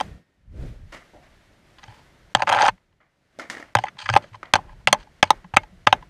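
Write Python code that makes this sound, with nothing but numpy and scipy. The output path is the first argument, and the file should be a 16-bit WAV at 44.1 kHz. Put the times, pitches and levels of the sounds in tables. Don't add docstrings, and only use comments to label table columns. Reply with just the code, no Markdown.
import sys
import numpy as np
from scipy import signal
from scipy.fft import rfft, irfft
from scipy.io import wavfile
from scipy.ndimage import uniform_filter1d

SR = 44100
rng = np.random.default_rng(int(sys.argv[2]) if len(sys.argv) > 2 else 0)


def how_loud(loudness_db):
    steps = np.asarray(loudness_db, float) / 20
    return 10 ** steps


def unload_audio(sound):
    columns = np.transpose(np.atleast_2d(sound))
    steps = np.round(np.clip(columns, -1, 1) * 32767)
    wavfile.write(sys.argv[1], SR, steps.astype(np.int16))


N = 268569
SPAN = 8192
STRIKE_SCATTER_DB, STRIKE_DETUNE = 2.0, 0.012
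CHATTER_DB = 2.2


# (time [s], shaft peak [dB], blade modes re shaft [dB], crack re shaft [dB], loudest blade region [Hz])
HITS = [(0.001, -16.5, -12, -14, 2160), (0.008, -11.5, -12, -16.5, 1300), (2.349, -0.5, -4.5, -11.5, 1577),
        (2.42, -7.5, -6, -20, 1420), (3.751, -2.5, -2.5, -15.5, 3100), (3.768, -15, -5, -15.5, 3140),
        (3.786, -11.5, -9.5, -23, 3150), (3.837, -13.5, -10, -21, 2010), (4.089, -19, 8.5, -5, 1200),
        (4.098, -13, -1, -14.5, 1390), (4.137, -10.5, -5, -16, 1640), (4.162, 1, -5.5, -27.5, 1200),
        (4.171, -13, -9, -13.5, 1330), (4.536, 1, -3, -11.5, 2520), (4.554, -7, -7, -15, 1450),
        (4.56, -13, -8, -14.5, 1300), (4.872, -8, 6.5, -6.5, 2720), (4.882, -13.5, -10.5, -13, 3420),
        (4.927, 0.5, -7.5, -9, 1273), (5.227, -1.5, 0.5, -10.5, 2350), (5.304, 2.5, -10, -13, 1240),
        (5.537, -18.5, -6.5, -29, 1354), (5.564, -8, -10, -14, 1200), (5.568, -3, 3.5, -16.5, 2370),
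        (5.87, -2, -0.5, -16, 1200), (5.926, 3, -11.5, -14.5, 1540)]
# (time [s], shaft peak [dB], blade modes re shaft [dB])
SETTLES = [(2.369, -20.5, -13), (2.395, -19, -12.5), (2.432, -14, -17), (4.152, -13, -8),
           (4.585, -22.5, -34), (4.888, -31.5, 0.5), (4.944, -15.5, -14), (5.315, -34.5, -13),
           (5.328, -30.5, -27), (5.583, -24.5, -11), (5.867, -18.5, -5.5), (5.878, -20, -12.5),
           (4.572, -26, -22.5), (5.238, -15.5, -9.5), (5.947, -29, -22.5)]
# (time [s], shaft peak [dB], blade modes re shaft [dB], crack re shaft [dB])
SKIPS = [(2.4718, -19, 2.5, -20), (2.4773, -12, -4, -25), (2.483, -13, -13, -26), (2.4864, -25, 0, -26),
         (2.4906, -15.5, 0.5, -12.5), (2.4929, -12.5, -3, -14), (2.4975, -7.5, -8, -17),
         (2.5027, -15, -15, -36), (2.5101, -19, -1, -27), (2.5145, -11, -20, -29),
         (2.5172, -15.5, 0.5, -25), (2.521, -15.5, -11, -26), (2.5249, -5.5, -10.5, -15),
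         (2.5298, -8, -11, -20), (2.5363, -10, -1, -30), (2.5412, -21.5, 1, -24), (2.5466, -8.5, -6, -22),
         (2.5499, -14.5, -20, -20), (2.556, -18, -8, -20.5), (2.5598, -9.5, -18, -28),
         (2.5654, -16, -4, -26), (2.5714, -13, -4.5, -28), (2.5785, -16, 1, -25),
         (2.5845, -20.5, -6.5, -14.5), (2.5873, -17, 6.5, -25.5), (2.5911, -20, -2, -20),
         (2.5951, -16, -7, -17), (2.5994, -8.5, -20, -25.5), (2.6065, -13, -4, -21),
         (2.6109, -8.5, -7, -18), (2.6155, -31, -12, -19.5), (2.6192, -16, 4, -5.5),
         (2.6246, -7, -4.5, -18), (2.63, -5.5, -11.5, -32.5), (2.6369, -9, -13, -28),
         (2.6425, -9.5, -13, -19), (2.6449, -9.5, -18.5, -38), (2.6504, -14.5, -6, -11),
         (2.6551, -14.5, 3, -12.5), (2.6582, -13, -5.5, -31.5), (2.6617, -18, -7.5, -6),
         (2.6648, -8.5, -9, -25), (2.6736, -12.5, -17, -25), (2.677, -16.5, -8, -12.5),
         (2.6812, -5, -8.5, -17), (2.6852, -5.5, -5, -27), (2.6907, -22.5, -12, -24.5),
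         (2.6949, -29.5, -19.5, -30)]
# (time [s], shaft peak [dB], blade modes re shaft [dB], crack re shaft [dB], favoured shaft mode [Hz])
TOUCHES = [(1.783, -44, -3.5, -6, 1010), (1.791, -46.5, -2, -10, 1020), (1.829, -40.5, 0, -14, 900),
           (1.836, -39, -1, -6, 900), (1.879, -39.5, -6, -14, 900), (1.891, -49, -8, -27, 900),
           (1.905, -47, -12, -25, 900), (1.921, -48, -4, -19, 1000), (1.94, -48, -6, -19, 960),
           (2.776, -56.5, -3, -17, 1010), (2.925, -63, -7, -10, 1015), (3.866, -41, 10, -16, 1010),
           (3.881, -41, 14, -4, 1000), (3.967, -42, -8, -20, 1010), (3.987, -56.5, 17, 23, 1010),
           (4.057, -30, 6.5, -9.5, 1010), (4.064, -40, 8, -13, 1010), (4.225, -54, 4.5, -16, 1010),
           (4.239, -37, -3.5, -30, 600), (4.33, -48, -2, -16, 1010), (4.342, -30, -12, -28, 1040),
           (4.351, -41, -9, -12.5, 1040), (4.454, -59, 5, 7, 1015), (4.692, -40.5, -9, -33, 990),
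           (4.805, -51, -15, -25, 1015), (5.005, -46, -5, -8, 1050), (5.026, -55, 6, -2, 1010),
           (5.069, -46, -8.5, -31, 894), (5.442, -36, -11, -27.5, 994), (5.632, -36.5, -7.5, -15, 900),
           (6.023, -35, -10, -22.5, 970)]


def contacts():
    hits = [(*row, 1.98, None) for row in HITS]
    settles = [(s, db, blade_db, blade_db - 10.5, 1400, 1.5, None) for s, db, blade_db in SETTLES]
    # (Hz, lift dB)
    skips = [(*row, 1470, 1.22, (900, 4.5)) for row in SKIPS]
    touches = [(*row, 1850, 5, (hz, 17.5)) for *row, hz in TOUCHES]
    return hits + settles + skips + touches


# (frequency [Hz], level [dB], t60 [s])
SHAFT = [(588, -10.5, 0.023), (795, -7.5, 0.019), (863.2, 0.5, .011), (1043, -8, 0.024),
         (873, -24.5, 0.073), (600, -31.5, 0.087)]
# (frequency [Hz], level [dB], t60 [s])
BLADE = [(1224, 4, 0.0065), (1443, 3.5, 0.0062), (1692, -2, 0.011), (1963, -2, 0.011), (2291, -3.5, 0.0083),
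         (2642, -3.5, 0.0084), (3050, -2.5, 0.005), (3473, -7.5, 0.0065), (2190, -30.5, 0.076),
         (3060, -35.5, 0.054), (2810, -36.5, 0.054), (3520, -34.5, .07), (2010, -26.5, 0.028)]
# (frequency [Hz], level [dB], t60 [s])
CRACK = [(3154, 7, 0.0049), (4162, -0.5, 0.0054), (4856, -2.5, 0.0056), (5530, -10, 0.0058),
         (6183, -12.5, 0.023), (6640, -7, 0.0042), (8100, -17, 0.00096), (8460, -9.5, 0.0041),
         (9400, -19.5, 0.0017), (13000, -30.5, .002)]


def blows():
    out = np.zeros(N)
    t = np.arange(SPAN // 8) / SR
    for s, shaft_db, blade_db, crack_db, focus_hz, contact_ms, favoured in contacts():
        span = contact_ms / 1000
        onset = 1 - np.exp(-t / (0.0006 - 0.00003 * shaft_db))
        force = chatter(len(t), CHATTER_DB) * onset * np.exp(-(t / span) ** 2)
        ring_room = SPAN // 8 if favoured else 3 * SPAN // 8
        load = np.pad(uniform_filter1d(np.abs(force), size=9), (0, ring_room))
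        top_hz = np.clip(9000 * how_loud(0.18 * shaft_db + 4), 3000, 18000)
        twist_db = np.clip(blade_db + 5.5, -8, 7)
        lean = favoured or (SHAFT[0][0], twist_db)

        shaft = band(driven(SHAFT, load, *lean), 390, 6000)
        blade = band(driven(BLADE, load, focus_hz, 7.8), 800, 11000)
        crack_body = ring(CRACK, STRIKE_SCATTER_DB, STRIKE_DETUNE, size=SPAN // 8)
        crack = band(signal.fftconvolve(force, crack_body), 1300, top_hz)
        thud = band(load, 150, 910)
        thud_db = 1.2 * shaft_db + 0.74 * twist_db - (24 if favoured else 19)
        add(out, s + 0.0006, shaft, shaft_db - 0.7)
        add(out, s + 0.0003, blade, shaft_db + blade_db + 5.5)
        add(out, s + 0.0003, crack, shaft_db + crack_db + 10.5)
        add(out, s + 0.0027, thud, thud_db)
    return out


# (start time [s], end time [s], shaft level at start [dB], at end [dB], treble re shaft [dB])
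DRAGS = [(1.813, 1.88, -59, -58, -5), (1.877, 2.026, -53, -65, -5.5), (2.381, 2.433, -37, -23, -18),
         (2.468, 2.58, -28, -23.5, -16), (2.586, 2.697, -22.5, -26, -12.5), (3.788, 3.838, -63, -59, 8.5),
         (3.84, 3.877, -42, -41, -11.5), (3.983, 4.07, -48, -50, 4.5), (4.223, 4.297, -61.5, -65, 3),
         (4.078, 4.135, -48.5, -38, -2), (4.548, 4.601, -39.5, -63, -2.5),
         (4.887, 4.919, -40.5, -50.5, -5.5), (4.975, 5.036, -63, -56.5, 1.5),
         (5.252, 5.297, -46, -51.5, -3.5), (4.328, 4.357, -56, -50, -7), (4.626, 4.732, -60, -55, -14),
         (5.541, 5.561, -31, -50.5, -6), (5.585, 5.631, -62, -55.5, -4.5), (5.884, 5.927, -41.5, -50, -7.5)]


def drags():
    t = np.arange(N) / SR
    gains = np.zeros((3, N))
    for start, end, db0, db1, treble_db in DRAGS:
        gain = (t >= start) * (t < end) * how_loud(np.interp(t, [start, end], [db0, db1]))
        gains += gain * how_loud(np.array([[0], [0.44 * treble_db - 0.5], [treble_db]]))
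    force = unit(chatter(N, CHATTER_DB) * how_loud(5.7 * walk(250)))
    shaft = band(ring(SHAFT, 0, 0), 640, 5000)
    blade = band(ring(BLADE, 0, 0), 990, 5700)
    crack = band(ring(CRACK, 0, 0), 1800, 14000)
    out = np.zeros(N)
    for gain, body in zip(gains, (shaft, blade, crack)):
        out += signal.fftconvolve(force * gain, body / np.linalg.norm(body))[:N]
    return out


# (time [s], peak [dB], pitch [Hz], t60 [s])
FLEXES = [(1.881, -38, 107, 0.083), (2.352, -28.5, 122, 0.12), (2.43, -43.5, 106, .12),
          (2.499, -36, 110, 0.12), (2.56, -37, 109.4, .15), (2.63, -39.5, 111, 0.16),
          (2.69, -38.5, 110, 0.092), (3.755, -19.5, 111.5, 0.095), (4.03, -44.5, 99.1, 0.57),
          (4.099, -20.5, 111.6, 0.16), (4.14, -18.5, 106.3, 0.066), (4.163, -34.5, 94.6, 0.075),
          (4.314, -41.5, 108, 0.18), (4.535, -27.5, 96.2, 0.11), (4.873, -34.5, 133.4, 0.13),
          (4.928, -37.5, 122, 0.062), (5.226, -36.5, 92.3, 0.2), (5.538, -25.5, 101.4, 0.047),
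          (5.57, -30, 97.8, 0.069), (5.866, -27, 103, 0.11)]
# (time [s], peak [dB], pitch [Hz], swell [ms])
GRIPS = [(2.456, -47, 179, 30), (2.714, -45.5, 184, 25), (3.949, -45, 162, 10), (4.619, -69.5, 211, 33),
         (4.741, -60, 180, 35), (4.842, -43.5, 206, 83), (4.907, -38, 207, 38), (5.359, -72, 160, 19),
         (5.441, -39, 177, 20), (5.648, -55, 161.7, 30), (5.717, -46, 183, 28), (5.989, -50.5, 155.6, 38)]


def grips():
    out = np.zeros(N)
    t = np.arange(SPAN) / SR
    for s, db, hz, t60 in FLEXES:
        swell = 1 - np.exp(-t / 0.017)
        add(out, s, swell * decay(t, t60) * np.sin(2 * np.pi * hz * t), db)
    for s, db, hz, swell_ms in GRIPS:
        x = t * 1000 / swell_ms
        add(out, s, x * np.exp(-x * x) * np.sin(2 * np.pi * (hz * t + rng.random())), db)
    return out


# (time [s], peak [dB], pitch [Hz], treble re peak [dB], diffuse share [dB])
KNOCKS = [(0.921, -27, 1950, -15, 24), (1.225, -42, 2720, -18, 5), (1.134, -36, 516, -40, 13),
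          (3.003, -47, 1336, -33, 5), (3.388, -23, 558, -13.5, -16.5), (3.395, -19, 1400, -17.5, -4),
          (3.499, -15, 1790, -8.5, -10), (3.542, -35, 560, -25, -9.5), (3.55, -23.5, 1860, -21, -23),
          (3.569, -34, 420, -20, -14), (3.57, -26, 1850, -20.5, -21), (3.58, -29, 1670, -20, -16.5),
          (3.597, -34, 1750, -16, -12), (3.6, -36, 423, -24.5, -9.5), (3.626, -24, 1850, -26, -18),
          (4.43, -18, 1280, -29, -13.5)]
# (frequency [Hz], width [Hz], level [dB])
HOUSING = [(336, 180, -8), (600, 324, -4.5), (1200, 480, -3.5), (1930, 510, -1.5), (2700, 440, -9),
           (3430, 1000, -15.5)]


def knocks():
    out = np.zeros(N)
    t = np.arange(2 * SPAN) / SR
    noise = rng.standard_normal((2, N)) * how_loud(3 * walk(200))
    tones = np.array([unit(band(noise[0], f - w / 2, f + w / 2)) for f, w, _ in HOUSING])
    for s, db, hz, treble_db, diffuse_db in KNOCKS:
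        here = slice(int(s * SR), int(s * SR) + len(t))
        rise_s = 0.0023 + 0.0022 * how_loud(max(diffuse_db, 0) / 2)
        echo = how_loud(diffuse_db) * (1 - np.exp(-t / rise_s)) * decay(t, 0.27)
        gains = [how_loud(d - 27 * max(np.log2(f / (1.4 * hz)), 0)) for f, _, d in HOUSING]
        body = unit(np.dot(gains, tones[:, here]))
        swing = (1 - np.exp(-t / 0.0006)) * np.exp(-t / 0.003)
        tick = swing * (1.96 * np.sin(2 * np.pi * hz * t) + 0.86 * body)
        treble = (swing + echo) * np.exp(-t / 0.11) * noise[1, here]
        add(out, s, tick + echo * body, db - 3.5)
        add(out, s, band(treble, 2600, 6700), db + treble_db - 0.5)
    return out


# (time [s], buffet level [dB])
STREAM = [(0.0, -45), (.17, -43.5), (.23, -96), (.44, -53.5), (.55, -37.5), (.72, -35.5), (.85, -40.5),
          (1.02, -58), (1.6, -62), (1.94, -54), (2.3, -62), (2.8, -69.5), (3.2, -77), (3.45, -69),
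          (4.5, -61.5), (4.75, -49.5), (5.15, -63.5), (6.09, -53)]
# (time [s], buffet level [dB], half width [s])
PUFFS = [(2.4, -48.5, 0.031), (2.56, -50, 0.033), (2.699, -43.5, 0.044), (4.101, -52.5, 0.058),
         (4.625, -45.5, 0.024), (5.004, -41.5, 0.025), (5.385, -45, 0.025), (5.64, -40.5, 0.022),
         (6.0, -41.5, .025)]
# (frequency [Hz], level [dB per Hz])
WIND = [(15, -26.5), (25, -2), (97, -7.5), (146, -7), (430, -19.5), (605, -21), (1060, -44.5),
        (1500, -37.5), (1950, -65), (3300, -120)]
# (depth [dB], rate [per s])
FLICKER = [(4., 18), (2.5, 30), (1.2, 40), (.8, 50)]


def wind_buffet():
    t = np.arange(N) / SR
    out = flickering(coloured(WIND, 15, 90), *FLICKER[0]) * how_loud(np.interp(t, *np.transpose(STREAM)))
    for s, db, half in PUFFS:
        out += how_loud(db) * np.exp(-((t - s) / half) ** 2) * np.sin(2 * np.pi * 41 * (t - s))
    return out


# (peak time [s], level [dB], rise [s], fall [s])
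SWINGS = [
    (0.0, -43, .05, 0.14),
    (0.631, -37.5, 0.068, .1),
]
# (time [s], level [dB])
GAIN = [(0.0, 12), (.17, -4.5), (.25, -18), (.5, -16.5), (.7, -6), (.87, -3.5), (.96, 9), (1.12, 2),
        (1.6, -2), (1.94, 7), (2.15, 0.5), (2.7, 3.5), (2.8, -13), (3.0, -20.5), (3.3, -11.5), (3.57, 11.5),
        (3.7, -1), (6.09, -2.5)]
# (frequency [Hz], level [dB per Hz])
ROOM = [(120, -28.5), (200, -4.5), (273, -5.5), (340, -1.5), (456, -9), (590, -3), (806, -8), (883, -8),
        (1100, -10), (1530, -9), (2050, -11), (2420, -16.5), (12600, -38.5), (14900, -45), (16000, -65.5)]
REST_DB = [-62, -63, -64.5]
GAIN_SHARE = [0.57, 0.75, 0.77]
SWING_DB = [-1, -21, -21]
AFTER_DB = [-42.5, -44, -60.5]


def hum_room_hiss():
    t = np.arange(N) / SR
    layers = [coloured(WIND, 90, 2000), coloured(ROOM, 300, 2700), coloured(ROOM, 2700, 16000)]
    gain = how_loud(np.interp(t, *np.transpose(GAIN)))
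    swing, after, out = np.zeros(N), np.zeros(N), np.zeros(N)
    for s, db, rise, fall in SWINGS:
        swing += how_loud(db) * np.exp(-((t - s) / np.where(t < s, rise, fall)) ** 2)
    for s, db, *_ in HITS:
        after += how_loud(db) * (t > s) * np.exp(-np.abs(t - s) / 0.038)
    rows = zip(layers, FLICKER[1:], REST_DB, GAIN_SHARE, SWING_DB, AFTER_DB)
    for layer, flicker, rest_db, share, swing_db, after_db in rows:
        level = how_loud(rest_db) * gain ** share + how_loud(swing_db) * swing + how_loud(after_db) * after
        out += flickering(layer, *flicker) * level
    return out


# (time [s], frequency [Hz], level [dB], t60 [s])
MOUNT_RING = (0.0, 1840, -59.5, 0.9)


def background():
    t = np.arange(N) / SR
    out = wind_buffet() + hum_room_hiss()
    for s, db, *_ in HITS:
        if db > -10:
            out[(t > s - 0.014) & (t < s)] *= how_loud(-10)
    start, hz, db, t60 = MOUNT_RING
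    return out + how_loud(db + 2.5) * np.sin(2 * np.pi * hz * t) * decay(t - start, t60)


def unit(x):
    return x / np.sqrt(np.mean(x ** 2))


def band(x, lo_hz, hi_hz, order=2):
    return signal.lfilter(*signal.butter(order, [lo_hz, hi_hz], "band", fs=SR), x)


def decay(t, t60):
    return np.exp(-np.log(1000) * t / t60)


def add(out, s, x, db):
    i = max(int(s * SR), 0)
    out[i:i + len(x)] += (x * how_loud(db) / np.max(np.abs(x)))[:N - i]


def walk(rate):
    k = int(SR / rate)
    steps = np.repeat(rng.standard_normal(N // k + 1), k)
    return 0.95 * uniform_filter1d(uniform_filter1d(steps, k), k)[:N]


def flickering(x, depth_db, rate):
    return unit(x * how_loud(depth_db * walk(rate)))


def chatter(size, spread_db):
    return rng.standard_normal(size) * how_loud(spread_db * rng.exponential(size=size))


def ring(modes, scatter_db, detune, size=SPAN // 2):
    hz, db, t60 = np.transpose(modes)[:, :, None]
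    luck = rng.standard_normal((3, len(modes), 1))
    t = np.arange(size) / SR
    tones = np.sin(2 * np.pi * hz * (1 + detune * luck[0]) * t) * decay(t, np.maximum(t60, 1e-3))
    return np.sum(np.sign(luck[1]) * how_loud(db + scatter_db * luck[2]) * tones, axis=0)


def driven(modes, load, focus_hz, focus_db):
    t = np.arange(len(load)) / SR
    out = np.zeros(len(load))
    for (hz, db, t60), luck in zip(modes, rng.standard_normal((len(modes), 3))):
        swing = signal.lfilter([1], [1, -decay(1 / SR, max(t60, 1e-3))], load)
        near_db = focus_db * np.exp(-(np.log(hz / focus_hz) / 0.13) ** 2)
        turn = 2 * np.pi * (hz * (1 + STRIKE_DETUNE * luck[0]) * t + luck[1])
        out += how_loud(db + near_db + STRIKE_SCATTER_DB * luck[2]) * swing * np.sin(turn)
    return out


def coloured(table, lo_hz, hi_hz):
    hz, db = np.transpose(table)
    f = np.maximum(np.arange(N // 2 + 1) * SR / N, 1)
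    edges = ((1 + (lo_hz / f) ** 4) * (1 + (f / hi_hz) ** 4)) ** -0.5
    shape = how_loud(np.interp(np.log(f), np.log(hz), db)) * edges
    return irfft(rfft(rng.standard_normal(N)) * shape, N)


def scene():
    stick = blows() + drags()
    t = np.arange(SPAN) / SR
    tail = band(rng.standard_normal(SPAN), 600, 6100, order=1) * decay(t, 0.032)
    wet = signal.fftconvolve(stick, tail / np.linalg.norm(tail))[:N]
    return (stick + how_loud(-13.5) * wet + grips() + knocks() + background())[None]


def top_cut(x):
    return signal.sosfilt(signal.butter(12, 16450, fs=SR, output="sos"), x)


def record(dry):
    clipped = np.clip(dry, -1.02, 1.02)
    low_pass = signal.ellip(4, 0.5, 40, 15000, fs=SR, output="sos")
    return top_cut(signal.sosfilt(low_pass, clipped))


dry = scene()
out = record(dry)
unload_audio(out)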